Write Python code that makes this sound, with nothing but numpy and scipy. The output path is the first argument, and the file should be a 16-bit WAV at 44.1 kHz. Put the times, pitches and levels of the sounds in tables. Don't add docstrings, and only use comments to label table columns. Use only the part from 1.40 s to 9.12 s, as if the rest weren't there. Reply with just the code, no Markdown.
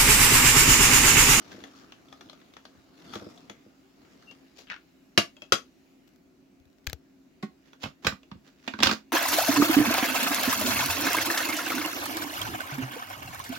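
import sys
import numpy as np
from scipy import signal
from scipy.fft import rfft, irfft, next_fast_len
from scipy.io import wavfile
from scipy.ndimage import uniform_filter1d, map_coordinates

SR = 44100
rng = np.random.default_rng(int(sys.argv[2]) if len(sys.argv) > 2 else 0)


def unload_wav(signal):
    wavfile.write(
        sys.argv[1],
        SR,
        np.round(np.clip(np.atleast_2d(signal).T, -1, 1) * 32767).astype(np.int16),
    )


N = 340452

# (time [s], snap level [dB], tub thump level [dB], left minus right [dB])
LATCH_SNAPS = [(3.7761, -1.5, -22, 1), (4.1216, -4, -27.5, 5.5)]
# (frequency [Hz], width [Hz], level [dB])
FRONT_LATCH_MODES = [(698, 22, -4.5), (1120, 48, -6.5), (1470, 70, -2), (1674, 45, -2), (2230, 48, 0.5),
                     (2800, 33, -2.5), (3040, 170, -3.5), (3974, 40, -2), (4550, 110, 0), (5490, 57, -8.5)]
SIDE_LATCH_MODES = [(686, 29, -22), (1242, 180, -1), (1392, 140, -0.5), (1990, 36.3, -4.5), (2555, 54, 0),
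                    (3242, 72, 5.5), (3750, 35, -7), (4700, 79, -2.5), (5000, 81, -1), (6330, 130, -7)]
# (time [s], level [dB])
LEVER_CLINKS = [(3.967, -44), (4.02, -32)]
# (frequency [Hz], width [Hz], level [dB])
LEVER_MODES = [(601, 23, -0.5), (2620, 49, 2), (2840, 56, -14), (3250, 50, -2.5), (4950, 80, -12),
               (6700, 150, -13)]
# (frequency [Hz], width [Hz], level [dB])
CLOSED_TUB_MODES = [(104.93, 38, -6), (211.85, 22, -3), (312, 32, -3.5), (337, 42, 0), (483, 26, -3.5),
                    (608.5, 25, -9.5)]
LOOSE_TUB_MODES = [(83.5, 38, 3), (138.4, 25, -0.5), (186, 37, -0.5), (228, 54, -0.5), (321, 35, -12),
                   (494, 59, -16.5)]
OPEN_TUB_MODES = [(95, 45, -9), (215.4, 17, -3.5), (254, 25, -1), (321, 11.6, -4), (395, 36, -14.5),
                  (493, 32, -16.5)]
# (time [s], level [dB], main frequency [Hz])
HEAD_KNOCKS = [(6.438, -22, 2890), (6.457, -28, 735), (6.647, -20, 1200), (6.668, -8, 1510),
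               (6.723, -31, 1150), (6.915, -32.5, 842), (7.277, -18.5, 2720), (7.337, -25, 1500),
               (7.389, -23.5, 1014), (7.403, -19.5, 703), (7.426, -12, 2750), (7.432, -3, 1480),
               (7.458, -11, 1180), (7.47, -8, 2830), (7.493, -13.5, 1080), (7.512, -12.5, 1380)]
# (frequency [Hz], width [Hz], level [dB])
HEAD_WALL_MODES = [(1133, 150, 4), (1440, 68, -2.5), (2260, 34, -5.5), (2474, 55, 2.5), (2700, 310, -13.5),
                   (3800, 48, 4), (4050, 44, -8), (4400, 140, -7.5), (5450, 120, -13)]
# (loudest time [s], length [s], level [dB], main frequency [Hz])
SCRAPE_STROKES = [(0.121, 0.34, -50, 1680), (0.378, 0.31, -56.5, 5040), (1.744, .12, -43, 5000),
                  (3.19, .11, -46.5, 4770), (5.494, 0.081, -47, 2500), (6.27, .25, -61.5, 1900),
                  (6.434, 0.099, -38, 3650), (6.658, 0.11, -36, 1500), (7.072, .18, -57, 1770),
                  (7.286, 0.38, -51.5, 1800), (7.452, .14, -26, 2800), (7.518, .06, -26.5, 4500)]
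# (time [s], level [dB])
HANDLE_GRAB = (6.026, -27)
# (frequency [Hz], width [Hz], level [dB])
HANDLE_MODES = [(162, 24, -5), (211.3, 18, -0.5), (296, 30, -14), (385, 16, -8), (750, 17, -14),
                (1087, 20, -15), (1466, 33, -18), (1879, 24, -22), (2067, 23, -22), (2260, 20, -25)]
# (time [s], level [dB], main frequency [Hz])
FITTING_TICKS = [(0.1171, -35.5, 1480), (0.2384, -30.5, 1700), (0.5212, -35, 2980), (0.7262, -34, 1260),
                 (0.8091, -35, 1250), (0.8969, -35, 3970), (0.9303, -40, 3540), (1.1371, -42.5, 3630),
                 (1.1667, -34.5, 1700), (1.2526, -35, 4030), (1.7365, -27.5, 1250), (1.7549, -26, 1200),
                 (1.9759, -43, 4030), (2.0971, -29, 2100), (2.9114, -37.5, 2730), (6.332, -40, 1610),
                 (6.8314, -44, 2640)]
# (frequency [Hz], width [Hz], level [dB])
CABLE_GUARD_MODES = [(1225, 78, -0.5), (1634, 51, -9.5), (3420, 120, 2), (4230, 260, -13)]
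# (time [s], level [dB])
TUB_BUMPS = [(.143, -39), (0.179, -39), (.22, -43), (1.757, -28.5), (1.82, -36.5), (1.865, -32.5),
             (2.1, -39), (2.262, -44.5), (4.021, -46), (6.953, -38.5), (7.403, -27), (7.525, -27)]
# (time [s], strength [dB])
DRAG_STRENGTH = [(0.0, -55.5), (0.52, -63.5), (0.74, -64.5), (0.91, -64.5), (1.5, -68), (1.65, -57.5),
                 (1.78, -52.5), (2.27, -71), (2.49, -76), (2.64, -66), (2.89, -64), (3.15, -70.5)]
# (time [s], click level [dB], thump level [dB], left minus right [dB])
CAMERA_TAPS = [(1.375, -58, -48, -3), (5.2, -54, -50, 3), (5.255, -52.5, -52, 6), (5.468, -22.5, -57, 12.5),
               (5.4713, -13, -23.5, 2), (5.4982, -24.5, -46, 7), (5.5307, -18.5, -29, 7)]
# (start [s], end [s], level [dB])
GRIP_SHIFTS = [(4.675, 4.798, -50.5), (5.15, 5.449, -55.5)]
# (time [s], left minus right [dB])
MACHINE_BEARING = [(5.55, 4.5), (6.3, -4.5)]
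# (time [s], level [dB])
HISS_LEVEL = [(0, -65), (4.5, -65), (4.95, -68.5), (7.72, -66)]
# (frequency [Hz], level [dB])
HUM_TONES = [(269.2, -65.5), (376.8, -79)]
# (frequency [Hz], correlation [0 to 1])
CHANNEL_LIKENESS = [(30, 0.54), (130, 0.87), (300, 0.63), (600, 0.23), (1500, 0.037), (5000, .2),
                    (15000, .1)]
# (frequency [Hz], level [dB])
SNAP_COLOUR = [(88, -41), (150, -11.5), (341, -4.5), (431, -7.5), (484, -4), (555, -13), (675, -7.5),
               (979, -17), (1100, -5), (1790, -11), (3290, -10), (6640, -15.5), (8560, -26.5),
               (14500, -30.5), (16000, -44)]
HOOK_COLOUR = [(300, -8.5), (800, -6), (1400, 3), (3000, 2), (6500, -16.5), (8300, -36), (15000, -40)]
PLASTIC_COLOUR = [(88, -32), (150, -6), (231, -5), (457, -10.5), (514, -6), (1140, -5), (1630, -7),
                  (2870, -7), (4950, -12.5), (5460, -15.5), (6640, -21.5), (7180, -19), (8070, -31.5),
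                  (13700, -36.5), (16000, -31)]
RUB_COLOUR = [(100, -21), (300, 7.5), (700, 1), (1300, -1.5), (2800, -1.5), (4500, -2), (7000, -6.5),
              (8200, -21), (15000, -19)]
FITTINGS_COLOUR = [(200, -20), (500, 5.5), (1300, -2.5), (3500, -6.5), (6500, -9), (8200, -26),
                   (15000, -26)]
RUMBLE_COLOUR = [(24, -43), (40, -24), (80, -11.5), (305, 1.5), (350, -5.5), (496, -8), (613, -12),
                 (1210, -15), (1500, -27), (1950, -30), (3300, -120)]
BRUSH_COLOUR = [(410, -31), (700, 4), (886, -23), (1200, 0), (1750, -4.5), (2660, -6.5), (4990, -7.5),
                (7010, -14), (8100, -23.5), (15000, -25.5), (16000, -56)]
CASE_COLOUR = [(100, 11.5), (250, 0.5), (550, 3.5), (1000, -12), (1500, 1.5), (4000, 0), (7000, -4.5),
               (10500, -22.5), (11800, -7), (16000, -12)]
ROOM_TONE_COLOUR = [(15, -58), (25, -21.5), (65, -16), (123, -26.5), (141, -15), (236, -12), (266, -6),
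                    (295, -12), (388, -13.5), (430, -25), (706, -22.5), (756, -33), (1500, -34.5),
                    (1950, -69.5), (3300, -120)]
HISS_COLOUR = [(470, -31), (800, -7), (978, -13.5), (1740, -10), (2870, -10), (3140, -15.5), (3930, -14),
               (7360, -18), (8440, -27.5), (16000, -21.5)]

TOP_HZ = 16100
AGE = np.arange(SR // 3) / SR
TIME = np.arange(N) / SR
LOOSE_S, CLEAR_S = 5, 7

BOUNCE_S, BOUNCE_DB, BOUNCE_LOSS_DB = .0058, 4.5, 5.5
CREAK_S, CREAK_DB = 3.297, -33
CREAK_LEAD_S, CREAK_LENGTH_S = .03, .085
CREAK_LEAD_DB, CREAK_FADE_DB_PER_S = -22, 280
SLIP_RATE, SLIP_SLOWING_S = 240, 0.034
CREAK_START_HZ, CREAK_END_HZ, CREAK_SINK_S = 2900, 1290, 0.017
SQUEAK_S, SQUEAK_HZ, SQUEAK_DB = 2.885, 2760, -48
SQUEAK_ATTACK_S, SQUEAK_HOLD_S, SQUEAK_RELEASE_S = 0.026, 0.025, .028
KNOCK_REF_DB = -20
KNOCK_TREBLE_DB, TREBLE_PER_DB = -3.5, 0.87
BOOM_DB, BOOM_PER_DB = -8.5, 0.43
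STROKE_RISE, STROKE_DEPTH_DB = .32, 25.5
RATTLE_S, RATTLE_DB, RATTLE_HZ = (0.11, 2.1), -48.5, 2950
RUMBLE_DB = 3.5
BRUSH_DB, BRUSH_PER_DB = -64.5, 0.98


def amp(db):
    return 10 ** (np.asarray(db) / 20)


def unit(x):
    return x / np.sqrt(np.mean(x ** 2) + 1e-20)


def unit_blow(x):
    return unit(x) / np.sqrt(x.shape[-1])


def fade(t60):
    return np.exp(-np.log(1000) * AGE / t60)


def along(points, hz):
    f, v = np.transpose(points)
    return np.interp(np.log(hz + 1), np.log(f), v)


def curves(rows):
    s, *cols = np.transpose(rows)
    return [np.interp(TIME, s, c) for c in cols]


def wobble(rate):
    knots = rng.standard_normal(int(N * rate / SR) + 4)
    return map_coordinates(knots, [TIME * rate], order=1)


def coloured(x, gain_db):
    m = 2 * next_fast_len(x.shape[-1] // 2 + 2048)
    cepstrum = irfft(np.log(amp(gain_db(np.fft.rfftfreq(m, 1 / SR)))), m)
    cepstrum[1:m // 2] *= 2
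    cepstrum[m // 2 + 1:] = 0
    response = np.exp(rfft(cepstrum))
    return irfft(rfft(x, m) * response, m)[..., :x.shape[-1]]


def shaped(x, spectrum):
    return coloured(x, lambda hz: along(spectrum, hz))


def peak_db(hz, main_hz, height_db, octaves):
    return height_db / (1 + (np.log2((hz + 1) / main_hz) / octaves) ** 2)


def noise(size):
    m = next_fast_len(size)
    likeness = along(CHANNEL_LIKENESS, np.fft.rfftfreq(m, 1 / SR))
    turn = np.arccos(np.clip(likeness, -1, 1)) / 2
    spectra = rfft(rng.standard_normal((2, m))) * [np.cos(turn), np.sin(turn)]
    mid, side = irfft(spectra, m)[:, :size]
    return np.array([mid + side, mid - side])


def patchy(x, depth_db):
    z = signal.stft(x, nperseg=512)[2]
    field = uniform_filter1d(rng.standard_normal(z.shape[1:]), size=5, axis=0)
    field = uniform_filter1d(field, size=18, axis=1)
    return signal.istft(z * amp(depth_db * unit(field)), nperseg=512)[1][:, :N]


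def add(track, s, sound, pan_db=0):
    start = max(0, round(s * SR))
    part = (sound * amp([[pan_db / 2], [-pan_db / 2]]))[:, :N - start]
    track[:, start:start + part.shape[1]] += part


def ring(modes, scatter_db):
    hz, width, db = np.transpose(modes)[:, :, None]
    size, skew = rng.standard_normal((2, len(modes), 1))
    skew = skew * np.minimum(hz / 1500, 1)
    sign = (-1) ** np.arange(len(modes))[:, None]
    level = sign * width * amp(db + scatter_db * size)
    decay = level * np.exp(-np.pi * width * AGE) * (1 - np.exp(-2 * hz * AGE))
    ears = [np.sum(decay * np.sin(2 * np.pi * hz * AGE + ear * skew), 0) for ear in (-1, 1)]
    return unit_blow(np.array(ears))


def crack(spectrum, spike, t60, tail_db, tail_t60, treble_db=0, main_hz=2000, main_db=0):
    decay = fade(t60) + amp(tail_db) * fade(tail_t60)
    burst = unit_blow(noise(len(AGE)) * decay * (1 - np.exp(-AGE / 0.00046)))
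    burst[:, 0] += spike
    knots = np.geomspace(300, TOP_HZ, num=60)
    lumps = np.transpose([knots, 3 * rng.standard_normal(len(knots))])

    def gain_db(hz):
        shelf = treble_db * hz ** 2 / (hz ** 2 + 4000 ** 2)
        spot = peak_db(hz, main_hz, main_db, octaves=0.24)
        return along(spectrum, hz) + along(lumps, hz) + shelf + spot

    return unit_blow(coloured(burst, gain_db))


def bearing(s):
    return np.interp(s, *np.transpose(MACHINE_BEARING))


def tub_modes(s):
    if s < LOOSE_S:
        return CLOSED_TUB_MODES
    return LOOSE_TUB_MODES if s < CLEAR_S else OPEN_TUB_MODES


def latches():
    out = np.zeros((2, N))
    for (s, db, thump_db, pan_db), modes in zip(LATCH_SNAPS, (FRONT_LATCH_MODES, SIDE_LATCH_MODES)):
        snap = crack(SNAP_COLOUR, spike=.05, t60=0.047, tail_db=-14.5, tail_t60=0.12)
        steel = ring(modes, scatter_db=1.5)
        add(out, s, amp(db + 13) * snap + amp(db + 12) * steel, pan_db)
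        for k in range(3):
            bounce = crack(SNAP_COLOUR, spike=0.23, t60=.012, tail_db=-20, tail_t60=0.11)
            bounce_db = db + BOUNCE_DB - k * BOUNCE_LOSS_DB
            add(out, s + (k + 1) * BOUNCE_S, amp(bounce_db) * bounce, pan_db)
        thump = ring(CLOSED_TUB_MODES, scatter_db=0.0)
        add(out, s + .002, amp(thump_db + 27) * thump, pan_db=-3.5)
    for s, db in LEVER_CLINKS:
        tick = crack(FITTINGS_COLOUR, spike=0.24, t60=0.013, tail_db=-7, tail_t60=0.12)
        lever = ring(LEVER_MODES, scatter_db=1.5)
        add(out, s, amp(db + 11) * tick + amp(db + 16.5) * lever, pan_db=5.5)
    return out


def creak():
    out = np.zeros((2, N))
    age = np.maximum(TIME - CREAK_S, 0)
    db = CREAK_DB + np.where(TIME < CREAK_S, CREAK_LEAD_DB, -CREAK_FADE_DB_PER_S * age)
    rate = SLIP_RATE * np.exp(-age / SLIP_SLOWING_S)
    main_hz = CREAK_END_HZ + (CREAK_START_HZ - CREAK_END_HZ) * np.exp(-age / CREAK_SINK_S)
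    pressed = (TIME > CREAK_S - CREAK_LEAD_S) & (age < CREAK_LENGTH_S)
    count = np.floor(np.cumsum(pressed * rate * amp(3 * wobble(150))) / SR)
    for i in np.flatnonzero(np.diff(count)):
        slip = crack(HOOK_COLOUR, spike=.5, t60=.01, tail_db=-22, tail_t60=.1,
                     main_hz=main_hz[i], main_db=8)
        add(out, i / SR, amp(db[i]) * np.sqrt(SR / rate[i]) * slip, bearing(CREAK_S))
    return out


def squeak():
    out = np.zeros((2, N))
    corners = [-SQUEAK_ATTACK_S, 0, SQUEAK_HOLD_S, SQUEAK_HOLD_S + SQUEAK_RELEASE_S]
    swell = np.interp(TIME - SQUEAK_S, corners, [0, 1, 1, 0]) ** 2
    phase = 2 * np.pi * np.cumsum(SQUEAK_HZ * (1 + 0.0082 * wobble(300))) / SR
    add(out, 0, amp(SQUEAK_DB) * swell * np.sin(phase), pan_db=8)
    return out


def knocks():
    out = np.zeros((2, N))
    for s, db, hz in HEAD_KNOCKS:
        force_db = db - KNOCK_REF_DB
        treble_db = KNOCK_TREBLE_DB + TREBLE_PER_DB * force_db
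        clack = crack(PLASTIC_COLOUR, spike=0.17, t60=.022, tail_db=-6.0, tail_t60=0.081,
                      treble_db=treble_db, main_hz=hz, main_db=7.0)
        wall = ring(HEAD_WALL_MODES, scatter_db=5.5)
        add(out, s, amp(db + 15.5) * clack + amp(db + 5) * wall, bearing(s))
        boom = ring(tub_modes(s), scatter_db=5)
        add(out, s, amp(BOOM_DB + BOOM_PER_DB * force_db) * boom, pan_db=-1.5)
    return out


def scrapes():
    out = np.zeros((2, N))
    for s, length, db, main_hz in SCRAPE_STROKES:
        slips = noise(len(AGE)) * amp(5 * wobble(450)[:len(AGE)])
        rub = coloured(slips, lambda hz: along(RUB_COLOUR, hz) + peak_db(hz, main_hz, 5, octaves=0.78))
        rise = STROKE_RISE * length
        depths = [-STROKE_DEPTH_DB, 0, -STROKE_DEPTH_DB]
        stroke_db = np.interp(AGE, [0, rise, length], depths, right=-120)
        add(out, s - rise, amp(db + stroke_db) * unit(rub), bearing(s))
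    return out


def handle():
    out = np.zeros((2, N))
    s, db = HANDLE_GRAB
    click = crack(PLASTIC_COLOUR, spike=0.071, t60=0.08, tail_db=-14, tail_t60=0.09, treble_db=4.5)
    thud = ring(HANDLE_MODES, scatter_db=-0.5)
    add(out, s, amp(db + 12.5) * click, pan_db=-2.0)
    add(out, s + 0.00402, amp(db + 25.0) * thud, pan_db=-2.0)
    return out


def fittings():
    out = np.zeros((2, N))
    rattle = []
    for s in rng.uniform(*RATTLE_S, size=6):
        rattle.append((s, RATTLE_DB + rng.normal(0, 2.5), RATTLE_HZ * 2 ** rng.normal(0, 0.62)))
    for s, db, hz in list(FITTING_TICKS) + rattle:
        tick = crack(FITTINGS_COLOUR, spike=0.076, t60=0.018, tail_db=-12, tail_t60=0.11,
                     main_hz=hz, main_db=11.0)
        guard = ring(CABLE_GUARD_MODES, scatter_db=3.5)
        add(out, s, amp(db + 14.0) * tick + amp(db + 7.5) * guard, bearing(s))
    for s, db in TUB_BUMPS:
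        add(out, s, amp(db + 20.0) * ring(tub_modes(s), scatter_db=0.5))
    return out


def drag():
    strength_db, = curves(DRAG_STRENGTH)
    push_db = strength_db - np.mean([db for s, db in DRAG_STRENGTH])
    moving = np.interp(TIME, [3.1, 3.3], [1, 0])
    rumble_db = strength_db + RUMBLE_DB + 2.1 * wobble(45)
    rumble = amp(rumble_db) * unit(shaped(noise(N), RUMBLE_COLOUR))
    pile = patchy(noise(N) * amp(2.8 * wobble(300)), depth_db=3)
    brush = amp(BRUSH_DB + BRUSH_PER_DB * push_db) * unit(shaped(pile, BRUSH_COLOUR))
    return moving * (rumble + brush) * amp([[.7], [-.7]])


def taps():
    out = np.zeros((2, N))
    for s, db, thump_db, pan_db in CAMERA_TAPS:
        click = crack(CASE_COLOUR, spike=0.38, t60=0.0053, tail_db=-32, tail_t60=0.06)
        add(out, s, amp(db + 9.0) * click, pan_db)
        thump = ring([(70.0, 30, 0), (109, 116, -8)], scatter_db=1)
        add(out, s, amp(thump_db + 15.5) * thump, pan_db=12)
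    for start, end, db in GRIP_SHIFTS:
        for s in rng.uniform(start, end, size=5):
            tick = crack(CASE_COLOUR, spike=0.48, t60=0.0033, tail_db=-32, tail_t60=0.033)
            add(out, s, amp(db + 7.5 + rng.normal(0, 2.6)) * tick, pan_db=16.0)
    return out


def room(x, t60):
    build_up = 1 - np.exp(-(AGE / 0.0076) ** 2)
    tail = unit_blow(noise(len(AGE)) * fade(t60) * build_up)
    return signal.fftconvolve(x, tail, axes=1)[:, :N]


def background():
    tone = amp(-61.5) * unit(shaped(noise(N), ROOM_TONE_COLOUR))
    hiss_db = curves(HISS_LEVEL)[0] - 3.5
    hiss = amp(hiss_db) * unit(shaped(patchy(noise(N), depth_db=1.7), HISS_COLOUR))
    hum = np.zeros(N)
    for hz, db in HUM_TONES:
        level = amp(db + 1.3 * wobble(5.6)) * np.sqrt(2)
        hum += level * np.sin(2 * np.pi * hz * TIME + 0.45 * wobble(6))
    return tone + hiss + hum


def scene():
    machine = latches() + creak() + squeak() + knocks() + scrapes() + handle() + fittings()
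    return machine + amp(-8.5) * room(machine, t60=.17) + drag() + taps() + background()


def record(dry):
    thin = signal.sosfilt(signal.butter(2, 40, "highpass", fs=SR, output="sos"), dry)
    soft = thin / (1 + thin ** 6) ** (1 / 6)
    m = next_fast_len(N + SR)
    band = np.clip((TOP_HZ - np.fft.rfftfreq(m, 1 / SR)) / 300 + .5, 0, 1)
    return irfft(rfft(soft, m) * band, m)[:, :N]


dry = scene()
out = record(dry)
unload_wav(out)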